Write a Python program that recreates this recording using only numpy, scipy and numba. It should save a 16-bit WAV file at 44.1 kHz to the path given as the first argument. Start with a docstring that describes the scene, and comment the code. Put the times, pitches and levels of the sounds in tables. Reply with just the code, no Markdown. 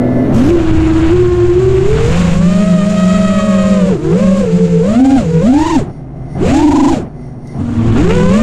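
"""Racing quadcopter taking off

Heard from its own camera, a small quadcopter idles on concrete, lifts off and flies low over grass
with bursts of throttle. Four three-bladed propellers run at unequal speeds: blades buzz, unbalanced
shafts shake the frame and beat, magnets whine. The blades chop their own wash into hiss, air buffets
the microphone, and the camera's limiter holds the peaks."""
import sys
import numpy as np
from scipy import signal
from scipy.fft import rfft, irfft, next_fast_len
from scipy.io import wavfile
from scipy.ndimage import uniform_filter1d, minimum_filter1d
from numba import njit

SR = 44100
rng = np.random.default_rng(int(sys.argv[2]) if len(sys.argv) > 2 else 0)


def write(x):
    x = np.atleast_2d(x).T
    wavfile.write(sys.argv[1], SR, np.round(np.clip(x, -1, 1) * 32767).astype(np.int16))


N = 371322
TIME = np.arange(N) / SR
# the feet leave the concrete, then the craft climbs clear of its reflected wash (start [s], fade [s])
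UNSTICKS, CLIMBS_CLEAR = (0.27, 0.42), (2.39, 0.22)

# transmission through the camera housing (frequency [Hz], gain [dB])
HOUSING = [(250, 8.5), (400, -1), (580, -4), (740, -6.5), (1100, 2.5), (1300, -0.5), (1900, -5),
           (3200, -5.5), (5000, -9), (7400, 3.5), (9000, 1.5), (10000, -27), (13000, -32), (15000, -54.5)]
# spectrum of grit and of the tick (frequency [Hz], level [dB])
GRIT_SPECTRUM = [(500, -31), (3000, -10.5), (6000, 2), (9500, -10), (13000, -14.5), (15000, -35.5)]


def undb(db):
    """Amplitude ratio of a level in decibels."""
    return 10 ** (np.asarray(db) / 20)


def curves(table):
    """Linear interpolation of each column over time."""
    times, *columns = np.transpose(table)
    return [np.interp(TIME, times, column) for column in columns]


def fade(start_s, fade_s):
    """Linear ramp from one to zero."""
    return np.clip(1 - (TIME - start_s) / fade_s, 0, 1)


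def walk(rate):
    """Smooth random fluctuation of unit spread, changing about rate times a second."""
    size = max(int(SR / rate), 1)
    held = np.repeat(rng.standard_normal(N // size + 1), size)
    return 1.276 * uniform_filter1d(uniform_filter1d(held, size), size)[:N]


def response(hz, points):
    """Frequency response in dB, interpolated on a logarithmic frequency axis."""
    points_hz, db = np.transpose(points)
    return np.interp(np.log(hz), np.log(points_hz), db)


def shape(x, points):
    """Linear filtering: the spectrum is multiplied by a frequency response."""
    size = next_fast_len(N)
    bin_hz = np.maximum(np.arange(size // 2 + 1) * SR / size, 1)
    return irfft(rfft(x, size) * undb(response(bin_hz, points)), size)[:N]


def colour(x, spectrum):
    """Spectral shaping, normalised to unit RMS."""
    shaped = shape(x, spectrum)
    return shaped / np.std(shaped)


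def noise(spectrum):
    """Coloured Gaussian noise of unit RMS."""
    return colour(rng.standard_normal(N), spectrum)


def speed_law(blade_hz, full_db, octave_db, knee_hz):
    """Power law of air noise: it climbs by octave_db an octave and levels off at full_db past the knee."""
    return full_db - octave_db * np.log2(np.hypot(1, knee_hz / blade_hz))


def tick(decay_s):
    """Exponential decay: a short burst of noise is heard as one dry tick."""
    # onset (time [s], level [dB])
    onsets = [(7.473, -36)]
    envelope = sum(undb(db) * np.exp(-np.abs(TIME - s) / decay_s) * (TIME >= s) for s, db in onsets)
    return envelope * colour(rng.uniform(-1, 1, N), GRIT_SPECTRUM) / 2


def ground_contact():
    """Impact and friction: the frame chatters on the concrete and scrapes over grit as it lifts."""
    # contact noise (time [s], chatter level [dB], grit level [dB])
    levels = [(0, -16, -89), (.31, -12, -68), (.35, -16, -31.5), (.41, -9.5, -36), (.49, -15.5, -38),
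              (.55, -14, -51), (.9, -58, -61), (1.2, -95, -89)]
    # rattling frame (frequency [Hz], level [dB])
    chatter_spectrum = [(60, -38), (200, -4.5), (270, 3), (350, -4.5), (480, -12), (590, -5.5),
                        (700, -23.5), (900, -26), (1050, -26), (3000, -46), (12000, -63)]
    chatter_db, grit_db = curves(levels)
    chatter = undb(chatter_db) * noise(chatter_spectrum)
    grit = undb(grit_db + 0.87 * walk(rate=220)) * noise(GRIT_SPECTRUM)
    return chatter + grit


def buffeting(blade_hz, turbulence_db, slew):
    """Turbulent pressure: gusts thump the microphone; rough air and throttle jolts make the frame rumble."""
    # wind on the microphone (frequency [Hz], level [dB])
    gust_spectrum = [(15, 11), (30, -7), (60, 5), (110, 3), (160, -3.5), (300, -26.5), (800, -62),
                     (5000, -110)]
    # rumbling frame (frequency [Hz], level [dB])
    rumble_spectrum = [(50, -18.5), (120, 8.5), (250, 0), (370, -1.5), (480, -11.5), (720, -6.5),
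                       (900, -17), (1500, -25.5), (3000, -41.5), (12000, -83.5)]
    headwind_db = 1.6 * np.maximum(TIME - CLIMBS_CLEAR[0], 0)  # the craft gathers speed in the open
    reflected_wash_db = 8.5 * fade(*CLIMBS_CLEAR)
    gust_db = speed_law(blade_hz, full_db=-27, octave_db=11, knee_hz=399.5) + 1.01 * turbulence_db
    gust_db += headwind_db + reflected_wash_db + 2 * walk(rate=13)
    rumble_db = speed_law(blade_hz, full_db=-30, octave_db=1.2, knee_hz=295) + 0.62 * turbulence_db
    rumble_db += 1.36 * slew
    return undb(gust_db) * noise(gust_spectrum) + undb(rumble_db) * noise(rumble_spectrum)


def magnets(angle, shaft_hz):
    """Cogging: fourteen magnets tug at the stator slots, sounding multiples of the shaft rate."""
    # magnet and slot tones (multiple of shaft rate, idle level [dB], flight level [dB])
    orders = [(14, -49, -47), (42, -62, -52.5), (89, -83, -49)]
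    idle_hz, flight_hz = 57, 113
    load = np.clip((shaft_hz - idle_hz) / (flight_hz - idle_hz), 0, 1)
    turn = (angle % (2 * np.pi)).astype(np.float32)
    return sum(undb(idle + load * (flight - idle)) * np.sin(round(k) * turn) * (k * shaft_hz < SR / 2)
               for k, idle, flight in orders)


def motor_whine(angles, shaft_rates, touch):
    """Structure-borne sound: magnet tones cross the housing; bearings keep the motor bells ringing."""
    # resonances of the motor bells (frequency [Hz], level [dB])
    bell_spectrum = [(1000, -23.5), (1850, -3.5), (2060, 15), (2300, -12.5), (4200, -9), (4550, -1),
                     (4900, -14), (5600, 1.5), (6100, -10), (6750, -7), (7400, -28.5), (8900, -3.5),
                     (9600, -9), (15000, -48.5)]
    lead, *others = [magnets(angle, hz) for angle, hz in zip(angles, shaft_rates)]
    sounding_board = undb(28 * touch ** 2)  # the concrete sounds along while the feet touch
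    tones = sounding_board * shape(lead + undb(-2.5) * sum(others), HOUSING)
    bearings = undb(-58.5 + 4.7 * walk(rate=13)) * noise(bell_spectrum)
    return tones + bearings


def imbalance(angle, db, octave_db):
    """Forced vibration: an off-centre mass pulls once a turn; the flexing frame passes it on unevenly."""
    amplitude = np.sqrt(2) * undb(db + 3.0 * walk(rate=25))
    return amplitude * (np.sin(angle) + undb(octave_db) * np.sin(2 * angle))


def frame_shake(angles, shaft_rates):
    """Beating: the unbalanced second and fourth motors drive the frame at unequal rates."""
    # response of the frame (shaft rate [Hz], level [dB])
    frame_response = [(50, -35.5), (100, -22), (120, -14), (145, -20), (170, -9.5), (188, -10.5),
                      (215, -14), (272, -3), (330, -12)]
    shake_db = response(shaft_rates[1], frame_response)
    second = imbalance(angles[1], shake_db - .7, octave_db=-23.5)
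    fourth = imbalance(angles[3], shake_db - 5.0, octave_db=-19.0)
    return second + fourth


def chopped_air(angles, spectrum, depth, flicker_db):
    """Amplitude modulation: turbulence swells each time a blade passes an arm."""
    gate = sum(np.exp(depth * np.cos(3 * angle)) for angle in angles)
    return colour(rng.standard_normal(N) * gate * undb(flicker_db * walk(rate=70)), spectrum)


def blade_noise(angles, blade_hz, turbulence_db):
    """Broadband rotor noise: chopped wash, tip hiss and the snarl of rough air drawn through the blades."""
    # spectra of the three noises (frequency [Hz], level [dB])
    wash_spectrum = [(200, 11.5), (500, 6.5), (900, 3), (1500, 3.5), (2200, -4), (3000, -3.5), (4200, -12),
                     (6000, -28), (10000, -47.5), (15000, -70.5)]
    hiss_spectrum = [(2000, -0.5), (4000, -1.5), (5300, -4), (6200, -3), (7100, 0.5), (7800, -3.5),
                     (8400, -9), (8900, -9.5), (9700, -18.5), (10400, -20.5), (11100, -17), (12000, -28.5),
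                     (13000, -25.5), (15000, -58.5)]
    snarl_spectrum = [(700, -35), (1500, -8), (2200, 8), (2800, 5.5), (3200, -12), (3700, -22), (6000, -40),
                      (15000, -71)]
    wash_db = speed_law(blade_hz, full_db=-31.5, octave_db=20, knee_hz=399) + 1.5 * turbulence_db
    hiss_db = speed_law(blade_hz, full_db=-29.5, octave_db=26.5, knee_hz=423) + 0.8219 * turbulence_db
    hiss_db += 0.5 * fade(*CLIMBS_CLEAR)
    snarl_db = speed_law(blade_hz, full_db=-37.5, octave_db=20.5, knee_hz=563) + 1.5 * turbulence_db
    wash = undb(wash_db) * chopped_air(angles[:3], wash_spectrum, depth=0.55, flicker_db=1.6)
    hiss = undb(hiss_db) * chopped_air(angles[:2], hiss_spectrum, depth=0.49, flicker_db=1.17)
    snarl = undb(snarl_db) * chopped_air(angles[:1], snarl_spectrum, depth=1.3, flicker_db=3.0)
    return wash + hiss + snarl


def throttle():
    """Feedback control: the lead blade-pass rate, and the depth of the hunting that builds in a burst."""
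    # lead propeller in the climb, in level flight and coasting, in the turn (time [s], blade pass [Hz])
    lift_off = [(.32, 124.9), (.37, 232.8), (.43, 259), (.52, 352.5), (.62, 321), (1.09, 325),
                (1.16, 365.2), (1.53, 347.8), (1.62, 376.6), (1.82, 381.8), (1.92, 432), (2.04, 460),
                (2.2, 552.4), (2.36, 535), (2.5, 612), (2.7, 644), (2.82, 616), (2.9, 644), (3.4, 626),
                (3.78, 622)]
    cruise = [(3.89, 568.2), (3.98, 294.7), (4.099, 350.5), (4.451, 450.6), (4.68, 440), (5.38, 479),
              (5.74, 469), (5.9, 132.8), (7.55, 120.1)]
    banked_turn = [(7.61, 240.4), (7.95, 220.2), (8.15, 493), (8.301, 514), (8.392, 602)]
    # throttle bursts (start [s], rise [s], hold [s], fall [s], top blade pass [Hz], overcorrection [ratio])
    bursts = [(4.106, 0.15, 0.14, 0.1, 544.5, 0.01), (4.813, .3, 0.019, .15, 795, 0.011),
              (5.409, .28, .03, .14, 967.5, 0.0604), (6.369, 0.28, .23, .2, 919, 0.11)]
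    hz, = curves([*lift_off, *cruise, *banked_turn])
    hunt_depth = np.zeros(N)
    for start, rise, hold, fall, top_hz, overcorrection in bursts:
        opening = np.cos(np.pi / 2 * fade(start, rise))
        closing = np.sin(np.pi / 2 * fade(start + rise + hold, fall)) ** 2
        push = opening * closing
        hz = hz + push * (top_hz - hz)
        hunt_depth += overcorrection * push * (1 - fade(start, rise + hold / 2)) ** 3
    return hz, hunt_depth


def steer(lead_hz):
    """Differential thrust: steering sets the four blade-pass rates apart, and lets go at idle."""
    # motor speeds over the lead's (time [s], second [ratio], third [ratio], fourth [ratio])
    steering = [(.6, 0.89, 1.09, 0.6), (1.85, 0.99, 0.93, 0.62), (2.25, 0.95, 0.88, 1.084),
                (2.7, .825, 0.98, 0.95), (3.15, 0.87, 1.05, 0.98), (3.399, 0.93, 0.9, 1.0),
                (3.86, 0.9, 0.82, 1.014), (4.02, 1.51, 1.11, 1.36), (4.22, 1.02, 1.18, 1.19),
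                (4.421, 1.103, .94, 1.19), (4.652, 1.177, 1.03, 1.27), (4.95, 1.054, .89, 0.97),
                (5.7, 1.04, .93, .98), (6.5, 1.02, 0.86, 1.16), (6.86, .92, .8, 1.0),
                (6.98, 1.25, .85, 1.1), (7.65, 1.17, 1.18, 1.4), (7.8, 1.54, 0.87, 1.8),
                (7.9, 1.95, 1.2, 1.69), (8.181, 0.96, 0.74, 1.204), (8.42, 1.13, 0.88, 1.19)]
    # the same at idle (second [ratio], third [ratio], fourth [ratio])
    idle_ratios = [1.15, 1.2, 1.14]
    idle_hz, steered_hz = 134.7, 299.6
    grip = np.clip((lead_hz - idle_hz) / (steered_hz - idle_hz), 0, 1)
    ratios = [idle + grip * (steered - idle) for idle, steered in zip(idle_ratios, curves(steering))]
    return [lead_hz] + [lead_hz * ratio for ratio in ratios]


def spin(shaft_hz, flutter):
    """Frequency modulation: shaft angle of a constantly corrected motor, fluttering on a slow wander."""
    drift = flutter * walk(rate=70) + .006 * walk(rate=9)
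    return 2 * np.pi * (np.cumsum(shaft_hz * (1 + drift)) / SR + rng.random())


def propeller(angle, tone_db, overtone_db, tilt_db, waver_db):
    """Harmonic series of three pulses a turn: load sharpens them, uneven inflow makes them waver."""
    # overtones (multiple of blade-pass rate, level [dB])
    orders = [(2, -2.5), (3, -6.5), (4, -10.5), (5, -12.5), (6, -16), (7, -19.5), (8, -33.5), (9, -37),
              (10, -46.5), (11, -27), (12, -29.5), (14, -41.5)]
    phase = (3 * angle % (2 * np.pi)).astype(np.float32)
    exponent = (tilt_db / (20 * np.log10(2))).astype(np.float32)
    overtones = sum(undb(db) * (k / 2) ** exponent * np.sin(round(k) * phase + rng.uniform(0, 2 * np.pi))
                    for k, db in orders)
    buzz = shape(undb(overtone_db + waver_db * walk(rate=110)) * overtones, HOUSING)
    return np.sqrt(2) * (undb(tone_db) * np.sin(phase) + buzz)


def blade_buzz(angles, blade_rates, touch, turbulence_db, slack_db):
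    """Tonal rotor noise: the three nearest propellers buzz, louder and brighter with speed."""
    # fundamental in calm air (blade pass [Hz], level [dB])
    calm_tone = [(120, -31.5), (230, -21), (320, -20), (360, -13.5), (390, -15.5), (445, -14.5),
                 (530, -16.5), (625, -19), (790, -20), (960, -17.5)]
    # overtones at full speed (time [s], level [dB])
    overtone_levels = [(0, -12.5), (.5, -29.5), (1.4, -30), (1.8, -38), (2.2, -34.5), (2.6, -32.5),
                       (3.35, -24), (3.9, -31.5), (4.35, -33.5), (4.7, -45), (4.95, -31), (5.35, -38),
                       (5.7, -26), (5.9, -39), (6.9, -34.5), (7.65, -35), (8.0, -22), (8.42, -24.5)]
    # second and third propellers against the lead as the craft leans (time [s], level [dB])
    lean_levels = [(0, -24), (.7, -12.5), (1.25, -10.5), (2.0, -7.5), (2.7, -13), (3.15, -9.5), (3.55, -4),
                   (4.7, -4), (5.7, -6.5), (7.8, -5), (8.42, -6)]
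    # each propeller, lead first (tone offset [dB], overtone offset [dB], waver [dB])
    voices = [(-1, 2, 3), (-5, -9, -1), (-1, -1.5, 4.5)]
    slow_hz, fast_hz, brighten_from_hz = 360, 560, 270
    full_db, = curves(overtone_levels)
    others_db, = curves(lean_levels)
    buzz = 0
    for angle, hz, lean_db, voice in zip(angles, blade_rates, (0, others_db, others_db), voices):
        tone_offset_db, overtone_offset_db, waver_db = voice
        slow = np.clip((fast_hz - hz) / (fast_hz - slow_hz), 0, 1)
        drumming_db = 0.62 * turbulence_db * slow  # slow blades drum in rough air
        cushion_db = 8.5 * fade(*CLIMBS_CLEAR) * (1 - slow)  # fast ones lose tone on the ground cushion
        tone_db = response(hz, calm_tone) + tone_offset_db + drumming_db - cushion_db + 5.5 * touch
        overtone_db = speed_law(hz, full_db + overtone_offset_db, octave_db=4.5, knee_hz=304)
        tilt_db = 1.5 * np.log2(np.maximum(hz / brighten_from_hz, 1))  # per octave of overtones
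        buzz += undb(lean_db - slack_db) * propeller(angle, tone_db, overtone_db, tilt_db, waver_db)
    return buzz


def scene():
    """Superposition: four motors on one frame, the air they throw and the ground they leave."""
    # roughness over calm air, high over the concrete, in hard bursts and in the turn (time [s], level [dB])
    turbulence = [(0, 14), (.3, 15), (.36, 21.5), (.55, 13.5), (1.05, 17), (1.3, 10), (1.85, 12),
                  (2.17, 12.5), (2.45, 4.5), (3.3, 5), (4.0, 4), (5.45, 2.5), (5.72, 2.5), (6.1, 1.5),
                  (6.48, 10), (6.62, 4.5), (7.5, 0.5), (7.98, 16), (8.42, 6.5)]
    hunt_hz, hunt_peak_s, slack_lag_s = 23.7, 6.764, 0.056
    lead_hz, hunt_depth = throttle()
    hunt = 1 + hunt_depth * np.cos(2 * np.pi * hunt_hz * (TIME - hunt_peak_s))
    blade_rates = steer(lead_hz)
    # three blades to a shaft; the fourth motor hunts against the others
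    shaft_rates = [hz * swing / 3 for hz, swing in zip(blade_rates, (hunt, hunt, hunt, 1 / hunt))]
    acceleration = uniform_filter1d(np.gradient(np.log(lead_hz)) * SR, size=2048)  # relative [1/s]
    slew = np.minimum(np.abs(acceleration), 6)
    # a braking motor goes slack and its tones sink a moment later
    slack_db = np.clip(-1.41 * np.interp(TIME - slack_lag_s, TIME, acceleration), 0, 5.6)
    angles = [spin(hz, flutter=.0022 + .004 * slew + .08 * hunt_depth) for hz in shaft_rates]
    mean_hz, touch = np.mean(blade_rates, axis=0), fade(*UNSTICKS)
    turbulence_db, = curves(turbulence)
    surge = hunt ** 2.55  # blade sound swells steeply with each swing of tip speed
    buzz = blade_buzz(angles, blade_rates, touch, turbulence_db, slack_db)
    rotors = surge * (buzz + blade_noise(angles, mean_hz, turbulence_db))
    shake = undb(-slack_db) * frame_shake(angles, shaft_rates)
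    whine = motor_whine(angles, shaft_rates, touch)
    wind = buffeting(mean_hz, turbulence_db, slew)
    return (rotors + shake + whine + wind + ground_contact() + tick(decay_s=0.0046))[None]


@njit
def peak_follower(x, release):
    """Envelope detection: instant attack, exponential release."""
    envelope, peak = np.empty(len(x)), 0.
    for i in range(len(x)):
        peak = max(abs(x[i]), peak * release)
        envelope[i] = peak
    return envelope


def limiter(x, ceiling, release_s, window):
    """Look-ahead limiting: the gain falls just before each peak."""
    peaks = peak_follower(x, np.exp(-1 / (release_s * SR)))
    gain = ceiling / np.maximum(peaks, ceiling)
    return x * uniform_filter1d(minimum_filter1d(gain, window), window)


def record(dry):
    """Peak and band limiting: the camera holds the peaks and cuts the highest treble."""
    cutoff_hz = 14500
    limited = limiter(dry[0] * undb(0.07), ceiling=0.86, release_s=0.013, window=128)
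    lowpass = signal.ellip(8, .2, 70, cutoff_hz, fs=SR, output="sos")
    return signal.sosfilt(lowpass, limited)[None]


dry = scene()
out = record(dry)
write(out)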